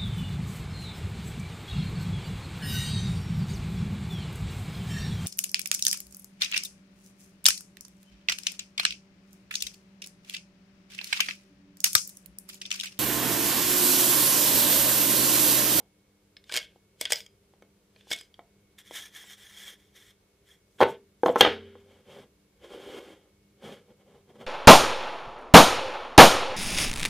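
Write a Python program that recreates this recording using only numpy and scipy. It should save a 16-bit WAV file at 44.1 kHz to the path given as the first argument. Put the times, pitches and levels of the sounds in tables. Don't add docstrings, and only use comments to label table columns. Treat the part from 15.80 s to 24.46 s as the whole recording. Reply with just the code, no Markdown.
import sys
import numpy as np
from scipy import signal
from scipy.fft import rfft, irfft, next_fast_len
from scipy.io import wavfile
from scipy.ndimage import uniform_filter1d

SR = 44100
rng = np.random.default_rng(int(sys.argv[2]) if len(sys.argv) > 2 else 0)


def inscribe(sig):
    pcm = np.round(np.clip(np.atleast_2d(sig).T, -1, 1) * 32767)
    wavfile.write(sys.argv[1], SR, pcm.astype(np.int16))


def convert_level_to_amplitude(level_db):
    exponent = np.asarray(level_db, float) / 20
    return 10 ** exponent


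N = 382126

# frequency in Hz, density in dB per Hz.
AIR_COLOUR = [(12, -53.5), (20, -27), (55, -4), (123, -8.5), (204, -7.5), (228, -16), (293, -20),
              (399, -7.5), (759, -24), (1860, -27.5), (2140, -27), (3070, -28), (3630, -29), (16000, -37.5)]
# frequency in Hz, level in dB rms.
HUM_LINES = [(100, -76), (200, -71), (300, -77), (400, -77.5), (2200, -84), (11100, -94)]
# frequency in Hz, density in dB per Hz.
PREAMP_COLOUR = [(18, -49.5), (30, -22), (157, -9), (252, -12.5), (384, -5), (1010, -12), (2170, -13),
                 (13700, -15.5), (16000, -22)]
# frequency in Hz, T60 in seconds.
ROOM_T60 = [(200, 0.31), (800, 0.18), (3000, 0.22), (7000, 0.03), (14000, 0.047)]

# time in seconds, peak in dB, seat of the held block (how well it is
# driven) in dB, top modes in dB relative.
PLIER_BITES = [(0.5671, -36, -26, -16), (0.64, -49.5, -22, -4), (0.6942, -36.5, -12, -2),
               (0.7154, -34, -8.5, -2), (0.7884, -32.5, -23, 1), (1.2113, -28, -3.5, 12),
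               (1.2154, -39, -3, 6.5), (1.2531, -18, -39, -5.5), (1.2584, -22.5, -24, -18),
               (1.3039, -35, 2, -6), (1.3208, -15, -11, 6), (1.3281, -30, -28, 8), (1.3314, -19, -30, 5),
               (1.3424, -34, -14.5, -4), (1.3574, -29.5, -28.5, 5), (1.4042, -33, -23, -1),
               (1.4628, -44, -20.5, 1), (2.161, -52, -4.5, -20.5), (2.2089, -49.5, -15, -11),
               (2.3044, -42, -2, 10), (2.3136, -27, -1, 5), (2.3174, -18.5, -56, -19),
               (2.3274, -25, -18, 5), (2.3324, -19.5, -29, -4), (2.3524, -43, -23, -6),
               (2.3614, -36.5, -36, 3), (2.3754, -43, -32, -10), (2.3874, -37.5, -37, 0),
               (2.4104, -41, -15.5, 2.5), (2.5411, -42.5, -36.5, -14)]
# time in seconds, peak in dB.
TOOTH_SKIPS = [
    (.7228, -27),
    (.7324, -33),
    (.7398, -22),
    (.7474, -27),
    (.7565, -25),
    (.764, -18),
    (.7724, -18),
    (.7796, -26),
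]
# hardest moment in seconds, level in dB, rise in seconds over 20 dB,
# fall in seconds over 20 dB, brightness in dB.
JAW_GRINDS = [
    (.83, -58, .1, .13, -14),
    (.752, -37.5, .05, .07, -2),
    (1.215, -48, .02, .05, 5),
    (1.27, -45, .03, .05, -13),
    (1.306, -40, .012, .045, 4),
    (1.37, -57, .05, .07, 9),
    (2.19, -71, .1, .4, -5),
    (2.32, -41, .03, .04, 3),
    (2.37, -56, .05, .08, 3),
]
# frequency in Hz, level in dB, T60 in seconds.
LOW_JAW_MODES = [(1567, -15, 0.02), (1860, -2.5, 0.0082), (2227, 1, 0.025), (2395, -2, 0.017)]
# frequency in Hz, level in dB, T60 in seconds.
JAW_MODES = [(2950, -12, 0.013), (2860, 5.5, 0.014), (3362, 13.5, 0.017), (3770, -9.5, 0.0048),
             (4400, 1, .007)]
# frequency in Hz, level in dB, T60 in seconds.
TOP_JAW_MODES = [(5050, 1, 0.015), (5320, 0, 0.0086), (6100, -6.5, 0.0062), (6830, -1, 0.0051),
                 (7775, -5, 0.0048), (8056, -3.5, 0.012), (9300, -0.5, 0.003), (10340, -9, 0.0051),
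                 (11800, -13.5, 0.0038), (12100, -19.5, .003), (13900, -11, .004), (15000, -11, 0.0033)]
# frequency in Hz, level in dB, T60 in seconds.
HELD_BLOCK_MODES = [(109.5, -22, .025), (444, -1, 0.037), (635, -1.5, 0.045), (790, -1, 0.012),
                    (994, -1.5, 0.019)]
# frequency in Hz, density in dB per Hz.
GRIND_SPECTRUM = [(590, -62.5), (1000, -21.5), (1340, -27), (1520, -2), (1810, -13), (3420, -3),
                  (3840, -12), (8260, -18), (16000, -29)]
# time in seconds, frequency in Hz, peak in dB, T60 in seconds.
FREE_PINGS = [(.568, 5200, -45, .03), (.698, 1560, -37, .07), (.773, 2200, -26, .05),
              (1.212, 3420, -36, .08), (1.322, 13780, -44, .22), (.7225, 4900, -34, .03),
              (.7565, 3450, -28, .05), (2.306, 13800, -50, .05), (2.315, 2190, -29, .08),
              (2.329, 3400, -33, .08), (2.389, 4958, -49, .17), (.74, 5150, -32, .02),
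              (.7645, 5000, -27, .02), (.7728, 4900, -28, .025), (.81, 3400, -43, .05),
              (.828, 3150, -45, .04), (.86, 3250, -51, .05), (.745, 1620, -33, .04), (.757, 2250, -31, .03),
              (.80, 1600, -45, .1), (2.305, 4950, -44, .03), (2.35, 3350, -45, .1), (2.41, 3050, -50, .14)]
# time in seconds,
# frequency in Hz, peak in dB, T60 in seconds.
CLICK_RINGS = [(.7395, 4300, -32, .02), (.7395, 700, -36, .03), (.7645, 4200, -26, .015),
               (.7645, 600, -33, .03), (.7728, 4250, -27, .02), (.7728, 600, -35, .03),
               (.788, 5700, -34, .015), (1.2113, 13900, -34, .01), (1.2155, 13900, -38, .01),
               (1.253, 6200, -30, .01), (1.3208, 13800, -24, .012), (1.3295, 8300, -26, .015),
               (1.3295, 10800, -30, .012), (1.3295, 6800, -28, .015), (1.823, 2200, -52, .03),
               (2.306, 4950, -38, .03), (2.3145, 7000, -33, .02), (2.3145, 5000, -33, .02),
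               (2.3275, 7000, -33, .015), (2.352, 7800, -44, .012), (2.387, 10000, -46, .01),
               (2.592, 2250, -54, .05), (2.592, 700, -45, .07), (1.212, 700, -38, .04)]

HAND_RUBS = [(2.986, -46, 0.0073, 0.031, -17), (3.08, -51.5, 0.046, 0.018, -7),
             (3.165, -38.5, 0.069, 0.087, -12), (3.352, -48.5, 0.047, 0.17, -3.5),
             (3.512, -44.5, 0.056, 0.023, -3), (3.26, -42, .03, 0.0076, -4.5),
             (3.58, -53, 0.034, 0.22, -1.8), (3.77, -50.5, 0.041, 0.09, 3), (3.86, -47.5, .02, .075, -6),
             (4.0, -65, 0.054, 0.18, -16), (4.16, -56, 0.036, 0.15, -4), (4.68, -66.5, 0.051, 0.051, 8.5)]
STACK_SKIDS = [
    (5.01, -39.5, 0.016, 0.024, -11.5),
    (5.11, -57.5, 0.18, 0.0092, -5),
    (5.465, -53.5, 0.042, 0.061, -9),
    (5.59, -42, 0.028, 0.033, 2.5),
    (5.64, -52, .01, 0.1, -16),
]
BLOCK_ROCKS = [
    (5.036, -42, 0.028, 0.11, -17.5),
    (4.988, -53, 0.0058, 0.026, 8),
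    (5.465, -45, .012, 0.05, -10),
    (5.598, -39.5, 0.063, 0.015, 5),
    (5.615, -20, 0.0015, 0.0028, -0.5),
    (5.625, -26.5, .002, 0.028, -2.5),
    (5.657, -25.5, .01, 0.14, -31),
    (5.803, -57.5, 0.012, 0.21, -16),
]
TABLE_SLIDES = [
    (6.114, -58.5, 0.15, 0.095, -4.5),
    (6.302, -50.5, 0.074, 0.074, 1.5),
    (6.385, -49.5, 0.022, 0.045, -2),
    (6.846, -47, 0.045, 0.028, -6.5),
    (6.938, -44.5, 0.11, 0.072, -5.5),
    (7.0, -48, .02, 0.19, 6.5),
    (7.204, -48.5, 0.019, 0.135, -3),
    (7.32, -55.5, 0.018, 0.19, -19.5),
    (7.85, -42, 0.046, 0.081, -4.5),
    (7.925, -42, .02, 0.1, -25.5),
]
FINGER_NUDGES = [
    (0.0, -58.5, .01, 0.046, -20),
    (8.11, -56.5, 0.09, 0.0067, -4),
    (8.21, -56.5, 0.033, 0.014, -6),
    (8.285, -57.5, 0.057, 0.039, 0),
    (8.352, -52.5, 0.031, 0.055, -11.5),
    (8.505, -50.5, .04, 0.0098, -7.5),
    (8.56, -51, 0.032, 0.017, -8),
    (8.615, -39.5, 0.036, 0.028, -11.5),
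]
# frequency in Hz, density in dB per Hz.
FACE_SPECTRUM = [(180, -45), (300, -32), (348, -23.5), (624, -20.5), (1190, -19.5), (1750, -8.5),
                 (2280, -8.5), (2520, -18.5), (3000, -12), (3320, 0), (3800, -12), (4520, -21), (5430, -13),
                 (7690, -17), (8360, -17), (13800, -21.5), (16000, -23.5)]
# frequency in Hz, density in dB per Hz.
TABLE_SPECTRUM = [(29, -55), (50, -21), (155, -23.5), (200, -12), (270, -16), (367, -8.5), (405, -2),
                  (540, -7.5), (669, -17.5), (717, -16.5), (1400, -26.5), (1820, -53.5), (3080, -120)]
# frequency in Hz, density in dB per Hz.
SURFACE_SPECTRUM = [(710, -26), (1200, -13), (1520, -3.5), (1850, -11.5), (2200, -4), (2530, -11.5),
                    (3250, -2), (4040, -15.5), (10000, -23), (16000, -31)]

# time in seconds, peak in dB, low modes in dB relative, sharpness in dB
# relative, contact in milliseconds.
BLOCK_KNOCKS = [(.001, -41, -22, -24, 0.72), (0.9595, -46, -8, -22.5, 1.3), (1.737, -48.5, 10.5, -15, .4),
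                (1.823, -41, 8, -13.5, .25), (2.271, -47, 14, -12, .4), (2.592, -36.5, -8, -14, 0.67),
                (3.11, -31, 5.5, -18, 0.45), (5.005, -8, -1.5, -15, 0.56), (5.009, -14, 4.5, -23.5, 0.81),
                (5.013, -3.5, -4, -15, 0.39), (5.0165, -13.5, -5.5, -18.5, 0.37),
                (5.021, -8.5, -9.5, -15.5, 0.53), (5.023, -11, -7.5, -14, 0.22),
                (5.026, 0, -6.5, -21.5, 0.89), (5.031, -9.5, -9.5, -10.5, .35),
                (5.037, -17.5, -0.5, -14, .6), (5.046, -22.5, 3, -22.5, 0.87),
                (5.065, -22.5, 0.5, -23.5, .6), (5.434, -8.5, 4.5, -25.5, 0.84),
                (5.4604, -4.5, -5, -22, .75), (5.482, -13, 2, -21.5, 0.64), (5.491, -11, 0, -20.5, .9),
                (5.499, -16, 10.5, -24.5, 0.72), (5.5581, -8.5, -3.5, -25, 0.59),
                (5.5626, -9.5, -0.5, -29, 0.44), (5.6083, 0, -2, 2, 0.34), (5.611, -4, -4.5, -9, 0.29),
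                (5.649, -7.5, -10, -5, 0.45), (5.663, -11, -9, -10, 0.43), (5.673, -14.5, -14, -23, .5),
                (5.954, -39, -1, -23, 0.54), (7.84, -53, 18, -16, .6), (8.112, -48.5, 15, -19, .7),
                (8.347, -52, 8, -20, 0.64), (8.556, -50, -1, -15, 0.62), (8.612, -38, 14, -12.5, 0.75),
                (3.44, -47, 3, -20, .8), (4.72, -59.5, 2, -10.5, 0.7)]
# time in seconds, peak in dB.
CORNER_CRACKS = [
    (1.823, -55),
    (2.592, -56.5),
    (5.013, -38),
    (5.031, -27.5),
    (5.434, -44.5),
    (5.46, -33),
    (5.558, -34),
    (5.609, -7.5),
    (5.6108, -15),
    (5.65, -37.5),
]
# time in seconds, peak in dB, contact in milliseconds.
FRAME_BLOWS = [
    (5.026, -40, 1.0),
    (5.46, -36, 1.0),
    (5.61, -20, 1.0),
]
# frequency in Hz, level in dB, T60 in seconds.
LOW_BOARD_MODES = [(200, -21, 0.049), (260, -10.5, 0.051), (400, -11, 0.037), (500, 3, 0.043),
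                   (570, -13, 0.028), (660, -9, 0.076)]
# frequency in Hz, level in dB, T60 in seconds.
MID_BOARD_MODES = [(754, -5.5, 0.013), (843, 4, 0.015), (949, -7, 0.04), (1056, -8.5, 0.027),
                   (1265, -6.5, 0.023), (1420, -18.5, 0.016), (1450, -6.5, 0.026), (1700, -11.5, 0.019),
                   (1931, -2, 0.0075), (2040, -7, 0.02)]
# frequency in Hz, level in dB, T60 in seconds.
EDGE_MODES = [(2520, -12.5, 0.0043), (2900, -2, 0.0078), (3200, 7, 0.009), (3490, -8, 0.015),
              (3624, -5.5, 0.0067), (4200, -4, 0.006)]
# frequency in Hz, level in dB, T60 in seconds.
TOP_BOARD_MODES = [(4830, -11.5, .008), (5460, -5, 0.0031), (6230, 5.5, 0.0099), (7604, -8, 0.005),
                   (8800, -4.5, 0.0037), (9300, -11, 0.0028), (11100, -6.5, 0.0023), (12100, -1, 0.003),
                   (14300, -15.5, .002)]
# frequency in Hz, level in dB, T60 in seconds.
FRAME_MODES = [(91.5, -11, 1.3), (125, 2, .2), (221, -6, 1.1), (258, -19, 1.0), (296, -24, 1.2),
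               (398, 0, 1.3), (452, 12, 0.45), (506, -17, .9), (571, -28, 1.2)]
# time in seconds, frequency in Hz,
# peak in dB, T60 in seconds.
LANDING_RINGS = [(5.013, 92, -33.5, .14), (5.013, 135, -32, .1), (5.013, 1010, -17, .05),
                 (5.013, 1320, -21, .05), (5.017, 1780, -22.5, .04), (5.022, 2200, -21.5, .03),
                 (5.026, 1520, -23.5, .05), (5.032, 900, -20.5, .12), (5.032, 2050, -26.5, .04),
                 (5.05, 400, -27.5, .3), (5.078, 880, -33, .15), (5.434, 1570, -26.5, .04),
                 (5.434, 485, -13, .06), (5.434, 1050, -24, .03), (5.46, 1314, -27.5, .04),
                 (5.46, 780, -14, .03), (5.497, 500, -17, .04), (5.46, 190, -30, .25),
                 (5.558, 1319, -13, .028), (5.558, 894, -18, .05), (5.024, 545, -12, .035),
                 (5.031, 2650, -22, .02), (5.03, 4300, -30, .02), (5.482, 820, -20, .025),
                 (5.62, 3600, -26, .15), (5.65, 1240, -18, .03), (5.558, 1090, -24, .04),
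                 (5.609, 2121, -11, .025), (5.609, 1631, -15, .07), (5.609, 1240, -20, .04),
                 (5.609, 985, -18, .1), (5.612, 436, -17.5, .12), (5.65, 1244, -20.5, .05),
                 (5.65, 1940, -22, .035), (5.65, 1490, -25.5, .12), (5.672, 420, -21, .07)]


def log_hz(points, hz):
    table_hz, value = np.transpose(points)
    return np.interp(np.log(hz + 1), np.log(table_hz), value)


def rms_one(x):
    return x / np.sqrt(np.mean(x ** 2) + 1e-20)


def band(x, low_hz, high_hz):
    edges = [low_hz, min(high_hz, 20000)]
    return signal.sosfilt(signal.butter(3, edges, "band", fs=SR, output="sos"), x)


def drift(rate):
    pole = np.exp(-16 * np.pi * rate / SR)
    chance = rng.standard_normal(N // 8 + 5002)
    slow = signal.lfilter([1], [1, -2 * pole, pole * pole], chance)[5000:]
    return np.interp(np.arange(N) / 8, np.arange(len(slow)), rms_one(slow))


def friction(spectrum, grain_db, flutter_db):
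    catches = rng.standard_normal(N) * convert_level_to_amplitude(grain_db * drift(870))
    size = next_fast_len(N)
    hz = np.arange(size // 2 + 1) * SR / size
    body = irfft(rfft(catches, size) * convert_level_to_amplitude(log_hz(spectrum, hz)), size)[:N]
    return rms_one(body * convert_level_to_amplitude(flutter_db * drift(18)))


def strokes(rows):
    release_s = 0.039
    out = np.zeros(N)
    for s, db, rise_s, hold_s, change_db in rows:
        knots = np.cumsum([s - 3 * rise_s, 3 * rise_s, hold_s, 3 * release_s])
        at = np.arange(max(round(knots[0] * SR), 0), min(round(knots[-1] * SR), N))
        level = np.interp(at / SR, knots, [db - 60, db, db + change_db, db + change_db - 60])
        out[at] = np.maximum(out[at], convert_level_to_amplitude(level))
    return out


def strike(times, peaks_db, modes, contact_s, spread_db, shift=0.027, length=3000):
    t = np.arange(length) / SR
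    hz, level_db, t60 = np.transpose(modes)[:, :, None]
    force = t[:600] / contact_s * np.exp(-t[:600] / contact_s)
    out = np.zeros(N + length)
    for s, peak_db in zip(times, peaks_db):
        detune = 1 + shift * rng.standard_normal(hz.shape)
        free = convert_level_to_amplitude(-60 * t / t60) * np.sin(2 * np.pi * hz * detune * t)
        ragged = rng.standard_normal((len(hz), 600)) * force
        ringing = signal.fftconvolve(free, ragged, axes=1)[:, :length]
        strength = convert_level_to_amplitude(level_db + spread_db * rng.standard_normal(hz.shape))
        ringing *= strength / np.abs(ringing).max(axis=1, keepdims=True)
        blow = band(ringing.sum(axis=0), 0.56 * hz.min(), 1.2 * hz.max())
        at = round(s * SR)
        out[at:at + length] += convert_level_to_amplitude(peak_db) * blow / np.abs(blow).max()
    return out[:N]


def thud(s, peak_db, contact_ms, modes, spread_db, shift, cut_hz, length):
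    t = np.arange(length) / SR
    hz, level_db, t60 = np.transpose(modes)[:, :, None]
    chance = rng.standard_normal((2, len(hz), 1))
    decay = convert_level_to_amplitude(level_db + spread_db * chance[0] - 60 * t / t60)
    free = decay * np.sin(2 * np.pi * hz * (1 + shift * chance[1]) * t)
    push = np.sin(np.pi * np.minimum(t[:200] * 1000 / contact_ms, 1)) ** 2
    blow = np.convolve(free.sum(axis=0), push)[:length]
    blow = signal.lfilter(*signal.butter(2, cut_hz, "high", fs=SR), blow)
    out = np.zeros(N + length)
    at = round(s * SR)
    out[at:at + length] = convert_level_to_amplitude(peak_db) * blow / np.abs(blow).max()
    return out[:N]


def rings(rows):
    out, t = np.zeros(N), np.arange(SR // 2) / SR
    for s, hz, peak_db, t60 in rows:
        at = round(s * SR)
        onset = np.minimum(2 * hz * t, 1)
        out[at:at + len(t)] += convert_level_to_amplitude(peak_db - 60 * t / t60) * np.sin(2 * np.pi * hz * t) * onset
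    return out


def background():
    t = np.arange(N) / SR
    hum = np.zeros(N)
    for hz, db in HUM_LINES:
        level = convert_level_to_amplitude(db + 1.0 + 2.7 * drift(1.6))
        hum += level * np.sin(2 * np.pi * hz * t + 0.5 * drift(4.0))
    return convert_level_to_amplitude(-67) * friction(AIR_COLOUR, 0, 0.35) + hum


def gain_control(x, knee_db, share, release_db_s):
    ramp = release_db_s * np.arange(N) / SR
    over = share * np.maximum(20 * np.log10(np.abs(x) + 1e-9) - knee_db, 0)
    reduction_db = np.maximum.accumulate(over + ramp) - ramp
    return convert_level_to_amplitude(-uniform_filter1d(reduction_db, size=441))


def shop(x):
    t = np.arange(SR // 2) / SR
    edges = 90 * 2. ** np.arange(9).clip(0, 7.5)
    tail = 0
    for low, high in zip(edges, edges[1:]):
        octave = signal.butter(2, [low, high], "band", fs=SR, output="sos")
        noise = signal.sosfilt(octave, rng.standard_normal(len(t)))
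        tail = tail + noise * convert_level_to_amplitude(-60 * t / log_hz(ROOM_T60, np.sqrt(low * high)))
    tail = tail * (1 - np.exp(-t / 0.00067))
    return signal.fftconvolve(x, tail / np.sqrt(np.sum(tail ** 2)))[:N]


def eye():
    song = rings([(1.353, 4947, -37, .3)])
    touch_s, touch_db = 1.377, -9
    return song * np.where(np.arange(N) > touch_s * SR, convert_level_to_amplitude(touch_db), 1)


def jaw_grind():
    middle = strokes([(s, db, rise, fall, -20) for s, db, rise, fall, _ in JAW_GRINDS])
    bright = strokes([(s, db + top_db, rise, 1.2 * fall, -20) for s, db, rise, fall, top_db in JAW_GRINDS])
    grind = friction(GRIND_SPECTRUM, 1.4, 2.3)
    low_part = signal.sosfilt(signal.butter(4, 4500, fs=SR, output="sos"), grind)
    high_part = signal.sosfilt(signal.butter(4, 4500, "high", fs=SR, output="sos"), grind)
    return middle * rms_one(low_part) + bright * rms_one(high_part)


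def pliers():
    seat_db, seat_loss_db_s, skip_top_db = -11, 116.5, 2.5
    first_s = TOOTH_SKIPS[0][0]
    skip = [(s, db, seat_db - seat_loss_db_s * (s - first_s), skip_top_db) for s, db in TOOTH_SKIPS]
    s, peak, body, top = np.vstack([PLIER_BITES, skip]).T
    lower = 0.5 + 0.455 * body
    bites = strike(s, peak, JAW_MODES, 0.00046, 7.2, shift=0.05, length=1000)
    bites += strike(s, peak + lower, LOW_JAW_MODES, 0.00079, 5.4, length=1000)
    bites += strike(s, peak + body, HELD_BLOCK_MODES, 0.00021, 0.98, length=1500)
    bites += strike(s, peak + top, TOP_JAW_MODES, 0.00061, 3.2, length=1000)
    for at_s, hz, peak_db, t60 in FREE_PINGS:
        bites += strike([at_s], [peak_db], [(hz, 0, t60)], 0.0003, 0, shift=0, length=9000)
    return bites + jaw_grind()


def handling():
    t = np.arange(N) / SR
    rock, push, nudge = strokes(BLOCK_ROCKS), strokes(TABLE_SLIDES), strokes(FINGER_NUDGES)
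    rumble = rock + push + nudge
    hiss = convert_level_to_amplitude(1.5) * rock + convert_level_to_amplitude(-7.5) * push + convert_level_to_amplitude(-13) * nudge

    faces = friction(FACE_SPECTRUM, 2.5, 1.7)
    gap_bands_hz = ((1300, 1400), (1600, 1900), (1950, 2000), (3000, 3700), (3400, 3500), (4800, 5700),
                    (6500, 9000))
    for low_hz, high_hz in gap_bands_hz:
        faces = faces + 0.41 * drift(27.0) * band(faces, low_hz, high_hz)
    skid = strokes(STACK_SKIDS) * rms_one(band(faces, 4900, 16000))

    table = friction(TABLE_SPECTRUM, 4.0, 0.68)
    soft_middle = (np.abs(t - 7.1) > .45) & (t > 6)
    table = table + soft_middle * convert_level_to_amplitude(7.5) * band(table, 86.0, 263)

    surface = friction(SURFACE_SPECTRUM, 0.53, 0.61)
    surface = np.where(t < 6, band(surface, 560, 4600), surface)
    slide = rumble * table + hiss * surface
    return strokes(HAND_RUBS) * faces + skid + slide


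def knocks():
    s, peak, _, edge, _ = np.transpose(BLOCK_KNOCKS)
    out = strike(s, peak + edge, EDGE_MODES, 0.00082, 3.2, length=1000)
    out += strike(*np.transpose(CORNER_CRACKS), TOP_BOARD_MODES, 0.00037, 6.9, length=1000)
    for at_s, peak_db, low_db, _, contact_ms in BLOCK_KNOCKS:
        damping = 0.39 if at_s < 4.9 else 1
        low = np.array(LOW_BOARD_MODES) * [1, 1, damping] + [0, low_db, 0]
        modes = np.vstack([low, MID_BOARD_MODES])
        out += thud(at_s, peak_db, contact_ms, modes, spread_db=6.5, shift=0.013, cut_hz=400, length=3500)
    for hit in FRAME_BLOWS:
        out += thud(*hit, FRAME_MODES, spread_db=0, shift=0, cut_hz=29, length=50000)
    return out


def scene():
    near = pliers() + eye() + knocks() + rings([*LANDING_RINGS, *CLICK_RINGS]) + handling()
    gain = gain_control(near, knee_db=-14.5, share=0.13, release_db_s=24)
    mid = near + convert_level_to_amplitude(-13.0) * shop(near) + gain * background()
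    side = convert_level_to_amplitude(-73.5) * friction(PREAMP_COLOUR, 0, 0)
    side += convert_level_to_amplitude(-32.5) * band(mid * drift(300), 330, 1600)
    side += convert_level_to_amplitude(-24.5) * band(mid * drift(300), 3000, 16000)
    return np.array([mid + side, mid - side])


def low_pass(x):
    return signal.sosfilt(signal.butter(12, 16510, fs=SR, output="sos"), x)


def record(dry):
    limited = 1.078 * np.tanh(dry / 1.094)
    top_cut = signal.cheby2(12, 70, 16500, fs=SR, output="sos")
    return low_pass(signal.sosfilt(top_cut, limited))


dry = scene()
out = record(dry)
inscribe(out)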